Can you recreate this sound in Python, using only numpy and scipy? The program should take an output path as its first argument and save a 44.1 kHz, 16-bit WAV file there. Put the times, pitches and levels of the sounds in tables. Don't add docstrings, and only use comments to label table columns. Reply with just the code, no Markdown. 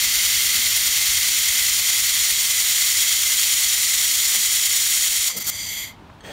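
import sys
import numpy as np
from scipy import signal
from scipy.fft import rfft, irfft
from scipy.io import wavfile
from scipy.ndimage import uniform_filter1d

SR = 44100
rng = np.random.default_rng(int(sys.argv[2]) if len(sys.argv) > 2 else 0)


def persist_wave(psi):
    counts = np.round(np.clip(psi, -1, 1) * 32767).astype(np.int16)
    wavfile.write(sys.argv[1], SR, np.atleast_2d(counts).T)


N = 278712
TIME = np.arange(N) / SR
FREQ = np.maximum(np.arange(N // 2 + 1) * SR / N, 1)
FEED_HZ = 9.757
BEAM_OFF_S = 5.283


def from_db(db):
    return 10 ** (np.asarray(db) / 20)


def rms_one(x):
    return x / np.sqrt(np.mean(x ** 2) + 1e-20)


def spectrum(points):
    hz, db = np.transpose(points)
    return from_db(np.interp(np.log(FREQ), np.log(hz), db))


def resonances(modes):
    peaks = (from_db(db) / (1 + ((FREQ ** 2 - hz ** 2) / (FREQ * width)) ** 2)
             for hz, width, db in modes)
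    return np.sqrt(sum(peak ** 2 for peak in peaks))


def shaped(x, gain):
    return rms_one(irfft(rfft(x) * gain, N))


def noise():
    return rng.standard_normal(N)


def drift(rate_hz):
    return shaped(noise(), 1 / (1 + (FREQ / rate_hz) ** 2))


def grains(per_s, spread_db):
    sizes = from_db(spread_db * np.minimum(rng.exponential(1, N), 4))
    signs = rng.choice([-1, 1], N)
    return rms_one(sizes * signs * (rng.random(N) < per_s / SR))


def swell(centre_s, half_s):
    return np.exp(-.5 * ((TIME - centre_s) / half_s) ** 2)


def ramp(start_s, end_s):
    return np.interp(TIME, [start_s, end_s], [0, 1])


def gate(at, start, end, edge):
    return (1 + np.tanh((at - start) / edge)) * (1 + np.tanh((end - at) / edge)) / 4


def burst(start_s, end_s, start_db, end_db, edge_s):
    level_db = np.interp(TIME, [start_s, end_s], [start_db, end_db])
    return gate(TIME, start_s, end_s, edge_s) * from_db(level_db)


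def room(x, t60_s, wet_db, first_echo_s=.0035):
    tail = noise() * (TIME > first_echo_s) * from_db(-60 * np.minimum(TIME / t60_s, 2))
    tail = shaped(tail, spectrum([(3000, 4.5), (15000, 1)]))[:SR // 2] / np.sqrt(N)
    return from_db(wet_db) * signal.fftconvolve(x, tail)[:N]


def workshop(air_db=-46.2, air_duck_db=-5.0, sink_db_per_s=1.35, return_s=.2,
             hum_trim_db=-2.0, hum_duck_db=-2.5, waver_radians=.35):
    # (frequency [Hz], gain [dB])
    air_eq = [(30, -12.5), (50, -2.5), (100, -3), (200, -4), (300, -9.5), (450, -14.5), (900, -12),
              (1300, -15.5), (2000, -21.5), (3700, -24.5), (5000, -32), (8000, -39.5), (15000, -46.5)]
    # (frequency [Hz], relative level [dB])
    partials = [(100, -56), (199.5, -59), (300, -64), (400, -66), (802, -65), (899, -60.5), (980, -66.5)]
    welding = 1 - ramp(BEAM_OFF_S, BEAM_OFF_S + return_s)
    air_gain = from_db(air_db + welding * (air_duck_db - sink_db_per_s * TIME))
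    air = shaped(noise(), spectrum(air_eq))
    hum_gain = np.sqrt(2) * from_db(hum_trim_db + hum_duck_db * welding)
    hum = sum(from_db(db) * np.sin(2 * np.pi * hz * TIME + waver_radians * drift(rate_hz=3.7))
              for hz, db in partials)
    return air_gain * air + hum_gain * hum


def wire_drive(uneven_db=2.2, start_db=2.3, fade_db_per_s=1.25, idle_db=-7.5):
    # (place in the feed cycle [0-1], pitch [Hz], relative level [dB], t60 [s])
    jolts = [(.42, 88, -40.5, 0.054), (0.631, 50, -38.5, 0.11)]
    drive = from_db(-53.5) * shaped(noise(), resonances([(92.4, 21, 0), (223, 64, -11)]))
    for place, hz, db, t60_s in jolts:
        cycle, phase = np.divmod(TIME * FEED_HZ + 1 - place, 1)
        age = phase / FEED_HZ
        strength_db = db + uneven_db * rng.standard_normal(size=80)[cycle.astype(int)]
        drive += from_db(strength_db - 60 * age / t60_s) * np.sin(2 * np.pi * hz * age)
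    fader_db = np.where(TIME < BEAM_OFF_S, start_db - fade_db_per_s * TIME, idle_db)
    return drive * from_db(uniform_filter1d(fader_db, size=SR // 4))


def handling(tap_at_s=6.207, tap_db=-46, tap_decay_s=.0088, ring_db=-7.5):
    # (time [s], level [dB], pitch [Hz], half length [s])
    contacts = [(0.55, -51.5, 250, .07), (4.352, -42, 580, .007), (4.374, -49.5, 180, .02),
                (5.305, -40, 1010, 0.012), (5.37, -42, 463, 0.023), (5.376, -44.5, 188, 0.028),
                (6.017, -47, 300, 0.016), (6.1, -38.8, 895, .0025)]
    # (frequency [Hz], width [Hz], gain [dB])
    sheet_modes = [(1800, 150, -8), (3280, 130, -3), (4400, 200, -15), (6300, 200, -14), (8240, 460, -19)]
    # (frequency [Hz], gain [dB])
    rub_eq = [(60, -16), (120, -8), (600, 1), (1000, -10), (1900, -8), (3300, -12), (4200, -18),
              (7000, -21), (10000, -30), (15000, -28)]
    # (start [s], end [s], start level [dB], end level [dB])
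    stroke = (6.238, 6.325, -40, -37.5)
    touches = sum(from_db(db) * swell(at_s, half_s) * shaped(noise(), resonances([(hz, .87 * hz, 0)]))
                  for at_s, db, hz, half_s in contacts)
    slips = grains(per_s=6000, spread_db=1.0)
    ring = shaped(slips, resonances(sheet_modes))
    rub = shaped(slips, spectrum(rub_eq))
    age = TIME - tap_at_s
    tap = from_db(tap_db) * (age > 0) * np.exp(-np.abs(age) / tap_decay_s) * ring
    slide = burst(*stroke, edge_s=.007) * (rub + from_db(ring_db) * ring)
    return touches + tap + slide


def gas_flow(steady_db=-31.3, valve_shut_s=5.81, emptying_s=.125, trail_s=.014):
    puff_db = 4.0 * swell(centre_s=5.31, half_s=.015)
    clear_db = 3.0 * ramp(start_s=5.5, end_s=5.63)
    left_s = trail_s * np.logaddexp(0, (valve_shut_s + emptying_s - TIME) / trail_s)
    pressure = np.clip(left_s / emptying_s, 1e-3, 1)
    return steady_db + puff_db + clear_db + 20 * np.log10(pressure)


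def gas(lift_s=(5.67, 5.72), jet_db=-9.0, flicker_db=1.0,
        crossover_hz=4500, full_flow_db=-27.5, dulling=.5):
    # (frequency [Hz], width [Hz], gain close to the sheet [dB], gain lifted off it [dB])
    nozzle_modes = [(2100, 290, -2, 1), (3290, 400, -3.5, -0.5), (4050, 600, -14, -12),
                    (4640, 360, 0.5, -4), (6070, 360, 0, -4), (7070, 480, -1, -1.5),
                    (8260, 380, -5.5, -9.5), (10040, 450, -12, -12.5), (11970, 1050, -10, -6.5),
                    (14220, 1100, -11.5, -10.5)]
    hz, width, close_db, lifted_db = np.transpose(nozzle_modes)
    turbulence, lift = noise(), ramp(*lift_s)
    close = shaped(turbulence, resonances(zip(hz, width, close_db)))
    lifted = shaped(turbulence, resonances(zip(hz, width, lifted_db)))
    jet = shaped(noise(), spectrum([(500, -18.5), (2500, 0), (8000, 0), (15000, -5)]))
    hiss = (1 - lift) * close + lift * lifted + from_db(jet_db) * jet
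    body = irfft(rfft(hiss) / (1 + (FREQ / crossover_hz) ** 4), N)
    flow_db = gas_flow()
    treble = from_db(dulling * np.minimum(flow_db - full_flow_db, 0)) * (hiss - body)
    return from_db(flow_db - flicker_db * drift(rate_hz=32)) * (body + treble)


def wire_surge(push_db=1.3, slack_db=-1.2):
    phase = TIME * FEED_HZ % 1
    push = gate(phase, start=.385, end=.6, edge=.025)
    slack = gate(phase, start=.6, end=.8, edge=.025)
    return push_db * push + slack_db * slack


def melt(sizzle_db=-18.45, crackle_db=-4.0, flicker_db=.55, flutter_db=.2, die_away_s=.022):
    # (frequency [Hz], gain [dB])
    sizzle_eq = [(150, -34), (400, -27.0), (700, -20.5), (980, -19.5), (1200, -12.5), (1600, -10.0),
                 (2000, -3.0), (2600, -3.5), (3800, 0.0), (7000, -1.5), (9800, -4.5), (11000, -10.0),
                 (14000, -6.5), (15700, -8.5)]
    # (frequency [Hz], width [Hz], gain at mid-seam [dB], change from start to end [dB])
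    corner_bands = [(2070, 220, 5.8, -.5), (2160, 2980, -1.9, -3.3), (3220, 280, 5.0, .5),
                    (4550, 260, 2.2, -2.2), (4840, 340, -7.2, -5), (5920, 200, 5.3, 0),
                    (6160, 270, -4.2, -2), (6980, 500, 5.2, 2.5), (7830, 320, .8, 7),
                    (8350, 400, -5.6, -.5), (8750, 400, 2, 1), (9480, 1100, 3.2, 2),
                    (10230, 260, -13.5, -21), (11040, 500, 4.6, 1.5), (11510, 260, -5.5, 3.5),
                    (12030, 390, 3.5, 3), (13180, 630, 5, -5), (14150, 260, 3.3, -1)]
    # (start [s], end [s], start level [dB], end level [dB])
    last_spits = [(5.365, 5.389, -25.5, -23), (5.401, 5.43, -28, -27), (5.443, 5.47, -31, -29),
                  (5.468, 5.502, -22.5, -17.5)]
    boil = noise() + from_db(crackle_db) * grains(per_s=5000, spread_db=-.5)
    boil *= from_db(flutter_db * drift(rate_hz=430))
    corner_db, shift_db = sum(np.outer(gains_db, 2 ** -((2 * (FREQ - hz) / width) ** 2))
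                              for hz, width, *gains_db in corner_bands)
    colour = spectrum(sizzle_eq) * from_db(corner_db)
    seam_start = shaped(boil, colour * from_db(-shift_db / 2))
    seam_end = shaped(boil, colour * from_db(shift_db / 2))
    travel = ramp(0, BEAM_OFF_S)
    sizzle = (1 - travel) * seam_start + travel * seam_end
    sag_db = 1.5 * ramp(start_s=4.95, end_s=5.28)
    level_db = sizzle_db - sag_db + wire_surge() + flicker_db * drift(rate_hz=21)
    release = np.exp(-np.maximum(TIME - BEAM_OFF_S, 0) / die_away_s)
    spit_eq = spectrum([(500, 5), (1300, 6), (2200, -8), (6000, .5), (10000, .5), (12000, 5.5)])
    spits = sum(burst(*spit, edge_s=.003) for spit in last_spits) * shaped(boil, colour * spit_eq)
    return from_db(level_db) * release * sizzle + spits


def scene():
    work = melt() + gas() + handling()
    echoes = room(work, t60_s=.2, wet_db=-21)
    mono = work + echoes + wire_drive() + workshop()
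    return np.array([mono, mono])


def record(dry, low_cut_hz=30, high_cut_hz=15680):
    low_cut = signal.butter(2, low_cut_hz, "high", fs=SR, output="sos")
    high_cut = signal.ellip(12, .1, 90, high_cut_hz, fs=SR, output="sos")
    return signal.sosfilt(high_cut, signal.sosfilt(low_cut, dry))


dry = scene()
out = record(dry)
persist_wave(out)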